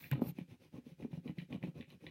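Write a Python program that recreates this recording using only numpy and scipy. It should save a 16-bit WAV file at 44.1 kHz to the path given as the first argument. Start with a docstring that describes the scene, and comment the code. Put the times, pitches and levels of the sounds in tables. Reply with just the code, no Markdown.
"""In a small quiet room, close to the microphone, a hand shifts over a sheet of paper and lands on the table.
A crayon then scribbles back and forth, eight strokes a second. Wax catches on the grain of the paper,
and this stick-slip friction hisses, rasps and makes the table rumble. The board under the sheet gives
hollow knocks as the pressure shifts, and the sheet crackles."""
import sys
import numpy as np
from scipy import signal
from scipy.fft import rfft, irfft
from scipy.io import wavfile
from scipy.ndimage import uniform_filter1d

SR = 44100
rng = np.random.default_rng(int(sys.argv[2]) if len(sys.argv) > 2 else 0)


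def log_audio(samples):
    """Write samples as a 16-bit WAV file to the path given in sys.argv[1]."""
    # one column per channel
    frames = np.atleast_2d(samples).T
    # limit to full scale, then quantise
    limited = np.clip(frames, -1, 1)
    pcm = np.round(limited * 32767).astype(np.int16)
    wavfile.write(sys.argv[1], SR, pcm)


N = 92610
T = np.arange(N) / SR

# Crayon strokes, each lasting until the next turn: start_s, rasp_db, scrape_db
CRAYON_STROKES = [(0.336, -69.5, -69), (0.467, -72, -62), (0.585, -74.5, -67), (0.711, -71, -59),
                  (0.83, -77, -71), (0.97, -71, -54), (1.094, -70.5, -61.5), (1.224, -74, -55),
                  (1.348, -68, -67.5), (1.48, -65, -50.5), (1.603, -65.5, -54.5), (1.735, -69, -58.5),
                  (1.864, -73.5, -64), (1.991, -71.5, -60)]
# Knocks of the board on the table: start_s, note_db, pitch_hz, clack_db
BOARD_KNOCKS = [(0.194, -46, 234, -42), (.219, -30, 231.5, -31), (0.267, -42, 180, -46),
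                (0.29, -43, 177, -79), (0.317, -49.5, 144, -110), (0.386, -40, 206.8, -42),
                (.412, -42, 171.5, -53), (0.519, -47.5, 135.5, -60.5), (.743, -48.5, 164, -54),
                (0.783, -47.5, 245, -54), (.865, -48.5, 240, -60), (0.919, -49.5, 164, -66),
                (1, -60, 255, -49), (1.027, -49, 270, -48.5), (1.048, -38.5, 230, -43.5),
                (1.131, -39, 158.6, -46), (1.176, -39, 168, -47), (1.257, -42, 239, -62),
                (1.295, -38.5, 191, -43), (1.382, -38, 172, -67), (1.422, -44.5, 174, -57),
                (1.507, -50, 249, -61), (1.527, -48, 259, -48), (1.548, -36.5, 197.6, -50),
                (1.637, -34.5, 185.4, -38.5), (1.684, -40.5, 167, -59), (1.801, -46, 234, -55.5),
                (1.951, -55, 173, -68.5), (2.029, -55.5, 237, -75), (2.042, -58, 255, -49)]
# Slides of the hand: start_s, peak_s, end_s, swish_db, rasp_db, scrape_db, rumble_db, swish_pitch_ratio
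HAND_SLIDES = [(-.03, 0.026, 0.13, -59, -62, -80, -56, 1.07),
               (0.103, 0.14, 0.14, -66, -53, -44.5, -40.5, 1.07),
               (0.127, 0.157, 0.23, -80, -65.5, -58, -43, 0.96),
               (.208, 0.219, 0.287, -62.5, -64.5, -47, -45, 1),
               (.236, 0.288, 0.3217, -56, -62, -57, -45, 0.993)]
# Crackles of the sheet: start_s, level_db, pitch_hz, relative_treble_db
SHEET_CRACKLES = [(0.041, -48, 2100, -37), (0.1139, -42, 1940, -4), (.120, -47, 2550, -26),
                  (.386, -54, 2300, -13), (1.025, -59, 2280, -34), (1.277, -53, 2400, -35),
                  (1.303, -60, 2570, -20), (1.3846, -49.5, 2700, -23), (1.400, -52.5, 2500, -38),
                  (1.526, -48, 2780, -46), (1.628, -50, 2200, -37), (1.638, -52.5, 2700, -20),
                  (1.810, -52, 2600, -28), (1.826, -55.5, 2340, -44), (1.844, -64, 2400, -43),
                  (1.903, -59.5, 3300, -14), (2.066, -47, 2570, -45)]
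# Modes of the board and table: frequency_hz, gain_db, t60_s
TABLE_MODES = [(138, -10, 0.59), (166, 0, 0.12), (210, -4, 0.024), (248.8, 5.5, 0.079), (302, -6.5, 0.12),
               (364.6, -4, 0.046), (497, -12.5, 0.051), (532, -9.5, 0.026), (705, -12.5, 0.032),
               (826, -8, 0.024), (926, -30, 0.034), (1252, -21, 0.051)]
# Modes of the sheet: frequency_hz, gain_db, t60_s
SHEET_MODES = [(2002, -1, 0.01), (2421, -5, 0.025), (2590, 7.5, 0.0032), (2975, -0.5, 0.011),
               (3530, -5, .014), (3927, 1.5, 0.013)]
# Spectrum of wax hissing on fine grain: frequency_hz, gain_db
HISS_SPECTRUM = [(500, -15), (2500, 13.5), (4500, 4.5), (6200, 4), (7300, -9.5), (10000, 1), (14500, -5),
                 (16000, -0.5)]
# Spectrum of the rasp on coarse grain: frequency_hz, gain_db
RASP_SPECTRUM = [(400, 1.5), (1400, -1.5), (1950, 6.5), (2500, 11.5), (3100, 1.5), (4000, 3.5), (4700, -12),
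                 (8000, -18)]
# Spectrum of the board's hollow scrape: frequency_hz, gain_db
SCRAPE_SPECTRUM = [(150, -17), (330, -3.5), (530, 9.5), (700, -5.5), (900, -0.5), (1100, -3.5), (1400, -23),
                   (3000, -38)]
# Spectrum of the paper's high swish: frequency_hz, gain_db
SWISH_SPECTRUM = [(2000, -101), (4000, -2), (6000, -12.5), (8000, -13.5), (10600, -7.5), (12000, 4),
                  (15000, 2), (16500, -76)]
# Spectrum of the room's background noise: frequency_hz, gain_db
AIR_SPECTRUM = [(30, -82), (70, 16), (140, 0), (250, 4.5), (450, -32), (1500, -12), (2500, -10.5),
                (7000, -19), (15000, -21.5)]

SLIPS_PER_S, SLIP_SPREAD_DB = 1400, 7


def crayon(last_turn_s=2.135, hiss_db=-73, rumble_over_scrape_db=7):
    """Friction noise grows as a power of sliding speed, which falls to zero at every turn."""
    starts, rasp_db, scrape_db = np.array(CRAYON_STROKES).T
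    progress = np.interp(T, np.append(starts, last_turn_s), np.arange(len(starts) + 1))
    phase = progress % 1
    speed = np.abs(np.sin(np.pi * phase ** 0.78))  # skewed to peak before mid-stroke
    bite = np.abs(np.sin(np.pi * phase ** 0.81))
    drag = speed ** 1.61
    midpoints = np.arange(len(starts)) + .5
    rasp = undb(np.interp(progress, midpoints, rasp_db))
    scrape = undb(np.interp(progress, midpoints, scrape_db))
    rumble = undb(rumble_over_scrape_db) * scrape * drag
    return friction(HISS_SPECTRUM, undb(hiss_db) * drag, rasp * speed ** 2.3, scrape * bite ** 2.3, rumble)


def friction(hiss_spectrum, hiss, rasp, scrape, rumble):
    """Stick-slip friction: fine grains hiss, coarse ones rasp, and slips drive the board and table."""
    fine = moving_contact(colour(catches(per_s=5800, spread_db=2), hiss_spectrum))
    coarse = moving_contact(colour(catches(per_s=550, spread_db=2), RASP_SPECTRUM))
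    slips = catches(SLIPS_PER_S, SLIP_SPREAD_DB)
    board = moving_contact(colour(slips, SCRAPE_SPECTRUM))
    table = unit(ring(slips, TABLE_MODES))
    return hiss * fine + rasp * coarse + scrape * board + rumble * table


def catches(per_s, spread_db):
    """Shot noise: tiny independent catches form a train of impulses of random sign and strength."""
    strength = np.minimum(rng.exponential(size=N), 2.5)
    caught = rng.random(N) < per_s / SR
    return unit(caught * rng.choice([-1, 1], N) * undb(spread_db * strength))


def moving_contact(x, depth_db=2.6, width_hz=260, span_s=.03):
    """A time-varying filter: the sheet's resonances shift as the point of contact travels over it."""
    size, hop = 512, 128
    _, _, spectra = signal.stft(x, nperseg=size, noverlap=size - hop)
    ripple = rng.standard_normal(spectra.shape)
    ripple = uniform_filter1d(ripple, round(width_hz * size / SR), axis=0)
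    ripple = uniform_filter1d(ripple, round(span_s * SR / hop), axis=1)
    _, shifted = signal.istft(spectra * undb(depth_db * unit(ripple)), nperseg=size, noverlap=size - hop)
    return unit(shifted[:N])


def knocks(flex_lead_s=0.001975, shortest_contact_s=0.00047, hardening=0.24):
    """Hertzian impact: the board flexes, then hits the table; weak contacts last longer and are duller."""
    out, t = np.zeros(N), T[:SR // 5]
    low_cut = signal.butter(3, 246, "high", fs=SR, output="sos")
    hardest_db = max(row[3] for row in BOARD_KNOCKS)
    for start, note_db, hz, clack_db in BOARD_KNOCKS:
        contact_s = shortest_contact_s / undb(clack_db - hardest_db) ** hardening
        age = t / contact_s
        force = signal.sosfilt(low_cut, age ** 2 * np.exp(-2 * age))
        add(out, start - flex_lead_s, burst(board_flex(hz, swell_s=0.005), note_db))
        add(out, start, burst(ring(np.gradient(force), TABLE_MODES), clack_db))
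    return out


def board_flex(hz, swell_s, overtone_ratio=1.836, overtone_db=-11, overtone_swell_s=0.0037):
    """Damped bending: a hollow note, set by where the board is pressed, and its overtone swell and die."""
    def partial(frequency, peak_s):
        return np.sin(2 * np.pi * frequency * T) * T / peak_s * np.exp(-T / peak_s)
    return partial(hz, swell_s) + undb(overtone_db) * partial(hz * overtone_ratio, overtone_swell_s)


def hand(landing_s=.114, thud_db=-29.5):
    """Sliding friction makes the hand swish; its soft landing bends the board in a low thud."""
    out = np.zeros(N)
    for start, peak, end, *levels_db, pitch_ratio in HAND_SLIDES:
        spectrum = [(hz * pitch_ratio, db) for hz, db in SWISH_SPECTRUM]
        envelope = np.interp(T, [start, peak, end], [0, 1, 0])
        swish, rasp, scrape, rumble = (undb(db) * envelope for db in levels_db)
        out += friction(spectrum, swish, rasp, scrape, rumble)
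    add(out, landing_s, burst(board_flex(hz=137, swell_s=.013), thud_db))
    return out


def crackles(half_band_octaves=0.37, snap_s=.0012, crinkle_s=0.02, crinkle_db=-13):
    """Impulsive excitation: each snap and its brief crinkle ring the sheet's modes around one pitch."""
    out, t = np.zeros(N), T[:SR // 10]
    edge_ratio = 2 ** half_band_octaves
    for start, db, hz, treble_db in SHEET_CRACKLES:
        band = signal.butter(2, [hz / edge_ratio, hz * edge_ratio], "band", fs=SR, output="sos")
        snap = rng.standard_normal(len(t)) * np.exp(-t / snap_s)
        slips = catches(SLIPS_PER_S, SLIP_SPREAD_DB)[:len(t)]
        crinkle = undb(crinkle_db) * np.exp(-t / crinkle_s) * slips
        body = signal.sosfilt(band, ring(snap + crinkle, SHEET_MODES))
        treble = colour(np.pad(snap, (0, len(t))), SWISH_SPECTRUM)[:len(t)]
        add(out, start, burst(body, db) + burst(treble, db + treble_db))
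    return out


def ring(force, modes, scatter_db=2.5):
    """Modal superposition: a force drives damped sinusoids whose weights vary from contact to contact."""
    t = T[:SR // 5]
    weights = undb(scatter_db * rng.standard_normal(len(modes)))
    response = sum(weight * undb(db) * np.sin(2 * np.pi * hz * t) * np.exp(-np.log(1000) * t / t60)
                   for weight, (hz, db, t60) in zip(weights, modes))
    return signal.fftconvolve(force, response)[:len(force)]


def reverberation(direct, t60_s=.2, delay_s=.005, cutoff_hz=5150):
    """Diffuse reflections decay exponentially, and the walls absorb the treble."""
    t = T[:SR // 2]
    response = rng.standard_normal(len(t)) * np.exp(-np.log(1000) * t / t60_s) * (t > delay_s)
    reflected = signal.fftconvolve(direct, response / np.linalg.norm(response))[:N]
    return signal.sosfilt(signal.butter(2, cutoff_hz, fs=SR, output="sos"), reflected)


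def room_air():
    """Stationary noise, strongest in the bass, forms the room's background."""
    return unit(colour(rng.standard_normal(N), AIR_SPECTRUM))


def undb(db):
    """Convert decibels to an amplitude ratio."""
    return 10 ** (np.asarray(db) / 20)


def unit(x):
    """Scale to an RMS of one."""
    return x / np.sqrt(np.mean(x ** 2))


def burst(x, db):
    """Scale a short sound so that its loudest 6 ms have this RMS level."""
    return x * undb(db) / np.sqrt(uniform_filter1d(x ** 2, size=260).max())


def add(out, start_s, x):
    """Superpose x on out from a given time."""
    i = max(int(start_s * SR), 0)
    out[i:i + len(x)] += x[:max(N - i, 0)]


def colour(x, spectrum):
    """Filter by a gain curve interpolated over log frequency."""
    hz, db = np.array(spectrum).T
    bins_hz = np.maximum(np.fft.rfftfreq(len(x), 1 / SR), 1)
    gain = undb(np.interp(np.log(bins_hz), np.log(hz), db))
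    return irfft(rfft(x) * gain, len(x))


def scene(reverb_gain_db=-13.5, air_db=-77.5):
    """Linear superposition: direct sound, reflections and background add in one channel."""
    direct = crayon() + hand() + knocks() + crackles()
    return (direct + undb(reverb_gain_db) * reverberation(direct) + undb(air_db) * room_air())[None]


def record(dry, low_hz=66, top_hz=15900):
    """Band limiting: the microphone thins the deep bass and cuts the highest treble."""
    thinned = signal.sosfilt(signal.butter(4, low_hz, "high", fs=SR, output="sos"), dry)
    return signal.sosfilt(signal.ellip(8, .2, 70, top_hz, fs=SR, output="sos"), thinned)


dry = scene()
out = record(dry)
log_audio(out)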